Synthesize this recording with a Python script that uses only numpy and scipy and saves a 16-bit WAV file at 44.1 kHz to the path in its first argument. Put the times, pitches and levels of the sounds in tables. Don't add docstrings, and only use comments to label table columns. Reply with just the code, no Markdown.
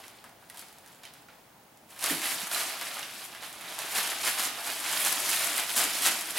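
import sys
import numpy as np
from scipy import signal
from scipy.fft import rfft, irfft, next_fast_len
from scipy.io import wavfile
from scipy.ndimage import map_coordinates

SR = 44100
rng = np.random.default_rng(int(sys.argv[2]) if len(sys.argv) > 2 else 0)


def materialize(psi):
    bounded = np.clip(np.atleast_2d(psi).T, -1, 1)
    quanta = np.round(bounded * 32767).astype(np.int16)
    wavfile.write(sys.argv[1], SR, quanta)


def linear_from_db(decibels):
    return 10 ** (np.asarray(decibels, float) / 20)


N = 281358


def unit(x):
    return x / np.sqrt(np.mean(x ** 2) + 1e-20)


def along(points, hz):
    point_hz, value = np.transpose(points)
    return np.interp(np.log(hz + 1), np.log(point_hz + 1), value)


def wobble(rate):
    knots = rng.standard_normal(int(N * rate / SR) + 4)
    return map_coordinates(knots, [np.arange(N) * rate / SR])


def filtered(x, response):
    size = next_fast_len(N + SR // 2)
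    hz = np.fft.rfftfreq(size, 1 / SR)
    return irfft(rfft(x, size) * response(hz), size)[..., :N]


def above(hz, edge_hz, order=2):
    return (1j * hz / (edge_hz + 1j * hz)) ** order


def below(hz, edge_hz, order=2):
    return (edge_hz / (edge_hz + 1j * hz)) ** order


def paired(pair, alike):
    def turn(hz):
        return np.arccos(np.clip(along(alike, hz), -1, 1)) / 2

    mid, side = filtered(pair, lambda hz: np.array([np.cos(turn(hz)), np.sin(turn(hz))]))
    return np.array([mid + side, mid - side])


# pitch in Hz, level in dB.
PAPER_COLOUR = [(35, -62), (60, -25), (180, -14), (300, -6.5), (502, -8.5), (664, 1.5), (879, -1.5),
                (2510, -2), (2760, -2.5), (3100, -2), (5690, -6), (11200, -4), (15900, -11)]


def through_paper(x):
    log_level = along(PAPER_COLOUR, np.fft.rfftfreq(4096, 1 / SR)) * np.log(10) / 20
    cepstrum = irfft(log_level)
    cepstrum[1:2048] *= 2
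    cepstrum[2049:] = 0
    ringing = irfft(np.exp(rfft(cepstrum)))
    return signal.fftconvolve(x, ringing[None], axes=1)[:, :N]


def crackle(low_hz, high_hz, rate, ring_ms, scatter_db, clump_db, blur, spread_db):
    ring = ring_ms * SR / 1000
    draws = rng.random((int(rate * N / SR), 4))
    at = (draws[:, 0] * N).astype(int)
    t = np.arange(round(6 * ring) + 8)
    size_db = scatter_db * np.minimum(-np.log(1 - draws[:, 1]), 4)
    size = linear_from_db(size_db + clump_db * wobble(70)[at])

    drift = linear_from_db(1.6 * wobble(14)[at, None])
    hz = low_hz + (high_hz - low_hz) * draws[:, 2:3] ** drift
    turn = 2 * np.pi * (hz * t / SR + draws[:, 3:])
    rings = size[:, None] * np.exp(-t / ring) * np.sin(turn)
    clicks = np.bincount((at[:, None] + t).ravel(), rings.ravel(), N + len(t))[:N]

    noise = rng.standard_normal(N)
    slide = filtered(noise, lambda f: above(f, low_hz + 1, order=3) * below(f, high_hz, order=3))
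    pan = linear_from_db(spread_db * wobble(90) * [[1], [-1]])
    return unit(through_paper((unit(clicks) + blur * unit(slide)) * pan))


# peak in seconds, level in dB, rise in seconds per 10 dB, fall in seconds per 10 dB, crispness in dB.
# A rise below 0.005 s, even a negative one, counts as 0.005 s.
CHEWING = [
    (0, -51, .05, 0.2, -3.5),
    (.25, -60, -0.5, .08, -4),
    (.4, -64, -2, 0.6, -4),
    (.605, -53, 0.09, 0.14, 0),
    (.7, -67, 0.5, 0.6, -3),
    (.88, -59.5, .06, 0.22, -1),
    (1.036, -52, .006, 0.08, -8),
    (1.14, -59, -0.2, 0.14, -3),
    (1.3, -61, -0.05, 0.14, -12),
]
ROLLING = [(1.908, -53.5, 0.017, 0.18, 2), (2.0, -47.5, 0.023, .11, -1), (2.04, -34.5, 0.027, 0.16, 1),
           (2.1, -34.5, 0.051, .12, 2.5), (2.236, -33.5, 0.016, 0.12, 1), (2.31, -37, 0.092, .11, 3.5),
           (2.435, -39.5, 0.093, 0.034, 1), (2.515, -35.5, 0.0087, 0.15, 2.5), (2.6, -33, 0.087, 0.064, 1),
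           (2.72, -39.5, 0.13, .4, -1.5), (2.82, -40.5, 0.013, 0.034, -1), (2.95, -42, 0.19, 0.13, -2.5),
           (3.242, -44.5, 0.34, 0.042, 0.5), (3.339, -46.5, 0.055, 0.11, -4.5),
           (3.435, -43.5, 0.026, 0.15, -1), (3.7, -41.5, 0.15, 0.26, -2.5), (3.79, -41, .006, 0.035, 1),
           (3.83, -40, 0.047, 0.13, 0)]
POUNCING = [(3.92, -42, 0.038, 0.13, 4.5), (3.958, -29, 0.018, 0.076, 1.5), (4.05, -35.5, 0.12, 0.54, -1),
            (4.275, -28.5, 0.048, 0.052, 2), (4.4, -33, 0.048, 0.089, 2), (4.45, -37, 0.067, 0.059, 3.5),
            (4.59, -43, 0.13, 0.09, -3.5), (4.67, -35, 0.042, 0.12, -1), (4.78, -44.5, 0.13, 0.062, 6.5),
            (4.917, -32, .11, 0.26, 0.5), (5.066, -31, 0.1, 0.14, 3.5), (5.25, -40, 0.12, .11, -1),
            (5.33, -35, 0.12, 0.052, 7), (5.436, -31.5, 0.21, 0.11, 2), (5.61, -33.5, 0.26, 0.075, 1.5),
            (5.7, -39, 0.046, .15, 5.5), (5.766, -27, .005, 0.075, 4.5), (5.835, -28.5, 0.073, 0.052, 0),
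            (5.95, -34, 0.095, 0.27, 1.5), (6.07, -25, 0.033, 0.027, 5), (6.115, -34, 0.023, 0.11, 1),
            (6.2, -42, 0.059, 0.029, 7), (6.3, -39, .04, 0.075, 2), (6.38, -29.5, 0.027, .11, 0)]


def rustle():
    moves = np.vstack([CHEWING, ROLLING, POUNCING])
    peak_s, db, rise_s, fall_s, crisp_db = moves.T[..., None]
    t = np.arange(0, N + 64, 64) / SR
    rising = (peak_s - t) / np.maximum(rise_s, 0.005)
    falling = (t - peak_s) / np.maximum(fall_s, 0.005)
    power = linear_from_db(db - 10 * np.where(t < peak_s, rising, falling)) ** 2

    def total_db(powers):
        rest = linear_from_db(-72.5) ** 2
        return np.interp(np.arange(N) / SR, t, 10 * np.log10(powers.sum(0) + rest))

    effort_db = total_db(power)
    fine_db = total_db(power * linear_from_db(crisp_db) ** 2)
    jerk_db = 0.46 * wobble(35)

    folds = crackle(580, 5500, 4200, 0.44, scatter_db=3.9, clump_db=1.7, blur=0.7, spread_db=1.1)
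    fine = crackle(5200, 14200, 4200, 0.2, scatter_db=3.7, clump_db=2.1, blur=0.8, spread_db=1.8)
    flap = crackle(64, 452, 450, 1.5, scatter_db=4, clump_db=3.0, blur=0.63, spread_db=1.5)

    broad = filtered(folds, lambda f: 1 / (1 + (f / 1500) ** 4))
    broad_db = -0.7 - 0.54 * (fine_db - effort_db)
    folds = folds + (linear_from_db(broad_db) - 1) * broad
    flap_db = -55 + 0.73 * (effort_db + 38)
    layers = linear_from_db(effort_db - 0.12) * folds + linear_from_db(fine_db - 1.5) * fine + linear_from_db(flap_db) * flap
    return linear_from_db(jerk_db) * layers


# start in seconds, bright
# tick in dB, dull patch in dB, pitch of the patch in Hz.
CREASE_SNAPS = [(0.0384, -42, -41, 2030), (0.0504, -46, -57, 1170), (0.0802, -32, -47, 860),
                (0.2404, -36, -42.5, 1250), (0.2464, -48, -51, 1070), (0.2927, -44, -50, 830),
                (0.4244, -53, -50, 935), (0.4988, -27.5, -42.5, 1950), (0.5442, -36, -50, 880),
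                (0.5591, -38, -52, 840), (0.5721, -28, -42, 3230), (0.5804, -31, -56, 3140),
                (0.5929, -22, -57, 1540), (0.6004, -38, -59, 2950), (0.6134, -39, -48, 4230),
                (0.6234, -41, -45, 915), (0.6843, -37.5, -56, 880), (0.7267, -40, -58, 1050),
                (0.7841, -36, -54, 790), (0.8609, -40, -52, 1720), (0.8754, -41, -57, 920),
                (0.8824, -43, -52, 939), (0.9467, -43, -53, 703), (1.0335, -34, -42, 3730),
                (1.0515, -32.5, -39, 3080), (1.0634, -44, -59, 3050), (1.1368, -35, -52, 748),
                (1.2844, -49, -48, 1430), (1.7729, -43.5, -62, 907), (1.9046, -38, -54, 1720),
                (1.9614, -40, -47.5, 1660), (1.9909, -27, -44, 800), (2.0154, -26, -38, 710),
              (2.0258, -32.5, -32, 1000), (2.0258, -16.5, -39, 3650), (2.0403, -8, -28, 1870),
              (2.0614, -11, -27, 2170), (2.0664, -14, -30, 1840), (2.0874, -15, -29, 2580),
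              (2.0974, -26, -25, 1830), (2.2164, -22, -28, 2100), (2.2554, -21, -26, 1960),
              (2.3104, -18, -43, 2650), (2.4693, -21, -31, 1360), (2.4764, -22, -45, 1790),
              (2.5112, -30, -35, 1410), (2.5454, -21, -21.5, 4040), (2.812, -19, -26.5, 1610),
              (2.9154, -34, -39, 716), (2.9684, -28, -28, 854), (2.9926, -21, -41, 783),
              (3.0275, -29, -29, 2860), (3.3484, -34, -34.5, 2040), (3.4224, -39, -36, 720),
              (3.5274, -26, -45, 3500), (3.6097, -27, -39, 2550), (3.7824, -36, -34, 902),
              (3.7883, -15.5, -36, 703), (3.8184, -21, -31, 2710), (3.8866, -31, -41, 750),
                (3.9125, -33, -35, 2030), (3.9244, -25, -42, 2160), (3.9528, -20, -31, 1640),
                (4.1008, -18.5, -33, 2970), (4.2584, -28, -25, 2160), (4.3764, -34, -34, 3640),
                (4.5714, -32.5, -37, 2880), (4.6004, -43, -37, 2270), (4.6424, -31, -38, 4300),
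                (4.7012, -19, -44, 2150), (4.7327, -20, -35, 3020), (4.7984, -36, -51, 915),
                (4.9685, -25, -41, 3080), (5.0066, -14, -25, 2270), (5.0484, -9.5, -35, 947),
                (5.1264, -17, -31, 1070), (5.2624, -28, -32, 4340), (5.2922, -9, -30, 1200),
                (5.33, -21, -20, 2490), (5.5797, -9, -23, 2010), (5.6927, -17, -35, 2720),
                (5.7024, -15.5, -29, 3240), (5.7631, -15, -30, 1510), (5.7777, -5, -29, 2090),
                (5.7944, -17, -21, 950), (6.021, -12, -29, 3370), (6.0624, -6, -18, 1600),
                (6.0844, -15, -19, 2020), (6.2094, -17, -33, 1890), (6.2711, -22, -37, 3370)]


def snaps():
    ring_s, lag_s = 0.00076, 0.0008
    t = np.arange(SR // 25) / SR
    fade = np.exp(-t / ring_s)
    bright, dull = np.zeros((2, 2, N + SR))
    for s, tick_db, patch_db, hz in np.array(CREASE_SNAPS):
        shake = rng.standard_normal((2, len(t)))
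        pan = linear_from_db(rng.normal(0, 1.0) * np.array([[1], [-1]]))
        jolt = 3 * (t == 0)
        tick = (shake[0] + jolt) * (fade + 0.23 * fade ** 0.046)
        tick = tick / np.linalg.norm(tick[:SR // 500])

        band = signal.butter(2, [hz / 2.17, hz * 1.64], "band", fs=SR, output="sos")
        flutter = unit(signal.sosfilt(band, shake[1]))
        tone = 1.2 * np.sin(2 * np.pi * hz * t) * fade ** 0.11
        patch = tone + flutter * (fade ** 0.51 + 0.49 * fade ** 0.02)
        patch = patch / np.abs(patch).max()

        tick_gain = linear_from_db(tick_db + 20.5 - 0.15 * (tick_db + 28.5))
        patch_gain = linear_from_db(patch_db + 5.5 - 0.19 * max(patch_db + 47, 0))
        at = round((s + lag_s) * SR)
        bright[:, at:at + len(t)] += pan * tick_gain * tick
        dull[:, at:at + len(t)] += pan * patch_gain * patch
    bright = filtered(bright[:, :N], lambda f: above(f, 4100, order=3) * below(f, 14000))
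    return through_paper(bright) + filtered(dull[:, :N], lambda f: above(f, 700))


# start in seconds, peak level in dB, pitch of the boards in Hz.
PAW_THUDS = [
    (2.106, -28, 283),
    (2.428, -44.5, 225),
    (5.766, -40, 229),
    (5.85, -37.5, 306),
    (6.07, -46, 252),
]


def paws():
    out = np.zeros(N + SR)
    t = np.arange(SR // 4) / SR
    boards = signal.butter(2, [190, 460], "band", fs=SR)
    swell = 1 - np.exp(-t / 0.011)
    for s, db, hz in PAW_THUDS:
        push = np.exp(-((t - 0.007) / 0.0062) ** 2) * np.sin(2 * np.pi * hz * t)
        shaking = unit(signal.lfilter(*boards, rng.standard_normal(len(t))))
        rumble = linear_from_db(-9.0 - 60 * t / 0.33) * swell * shaking
        out[round(s * SR):][:len(t)] += linear_from_db(db - 1.0) * (push + rumble)
    return out[:N]


# pitch in Hz, time in seconds to die away by 60 dB.
ROOM_RING = [(150, 0.48), (1500, 0.48), (5000, 0.54), (14000, 0.045)]
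# pitch in Hz, likeness (1 is the same in both).
ECHO_LIKENESS = [(100, 0.96), (600, 1), (2500, 0.31), (5500, 0.021), (10000, 0.14), (15000, 0.46)]


def room(x, count=44):
    hz, t, z = signal.stft(rng.standard_normal((count, 2, SR // 3)), SR, nperseg=256)
    dying = linear_from_db(-60 * t / along(ROOM_RING, hz)[:, None])
    tails = signal.istft(z * dying, SR, nperseg=256)[1]
    hop = N // (count - 1) + 1
    padded = np.pad(x, (hop + 130, 3 * hop))
    wet = np.zeros((2, N + SR + 4 * hop))
    for k, tail in enumerate(tails):
        part = padded[k * hop:][:2 * hop] * np.hanning(2 * hop) ** 0.5
        echo = signal.fftconvolve(part[None], tail / np.linalg.norm(tail), axes=1)
        wet[:, k * hop:k * hop + echo.shape[1]] += echo
    return paired(wet[:, hop:hop + N], ECHO_LIKENESS)


# pitch in Hz, level in dB.
HUSH_COLOUR = [(20, -40), (35, -12), (55, -11), (127, -2.5), (250, -1.5), (420, -5.5), (800, -0.5),
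               (1100, -7), (2000, -11), (3700, -16.5), (11000, -21), (14600, -19), (15500, -17),
               (16000, -12)]
# pitch in Hz, likeness (1 is the same in both).
HUSH_LIKENESS = [(25, .9), (100, 1), (240, 0.9), (950, 0.54), (3800, 0.19), (15000, 0.87)]


def hush():
    noise = rng.standard_normal((2, N))
    pair = filtered(noise, lambda hz: linear_from_db(along(HUSH_COLOUR, hz)))
    return linear_from_db(-55.5 + 0.14 * wobble(5.9)) * unit(paired(pair, HUSH_LIKENESS))


def scene():
    near = rustle() + snaps() + paws()
    echoes = linear_from_db(-6.5) * room(near.mean(0))
    to_right = linear_from_db([[-0.35], [0.35]])
    return (near + echoes) * to_right + hush()


def band_limit(x):
    return signal.sosfilt(signal.butter(12, 17070, fs=SR, output="sos"), x)


# its pitch in Hz, width in Hz, height in dB.
MIC_PEAK = (10900, 1350, 2)


def record(dry):
    peak_hz, width_hz, db = MIC_PEAK

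    def microphone(f):
        damping = 1j * f * width_hz
        resonance = damping / (peak_hz * peak_hz - f * f + damping)
        return (1 + (linear_from_db(db) - 1) * resonance) * (f < 15950)

    mix = filtered(dry, microphone)
    return band_limit(mix)


dry = scene()
out = record(dry)
materialize(out)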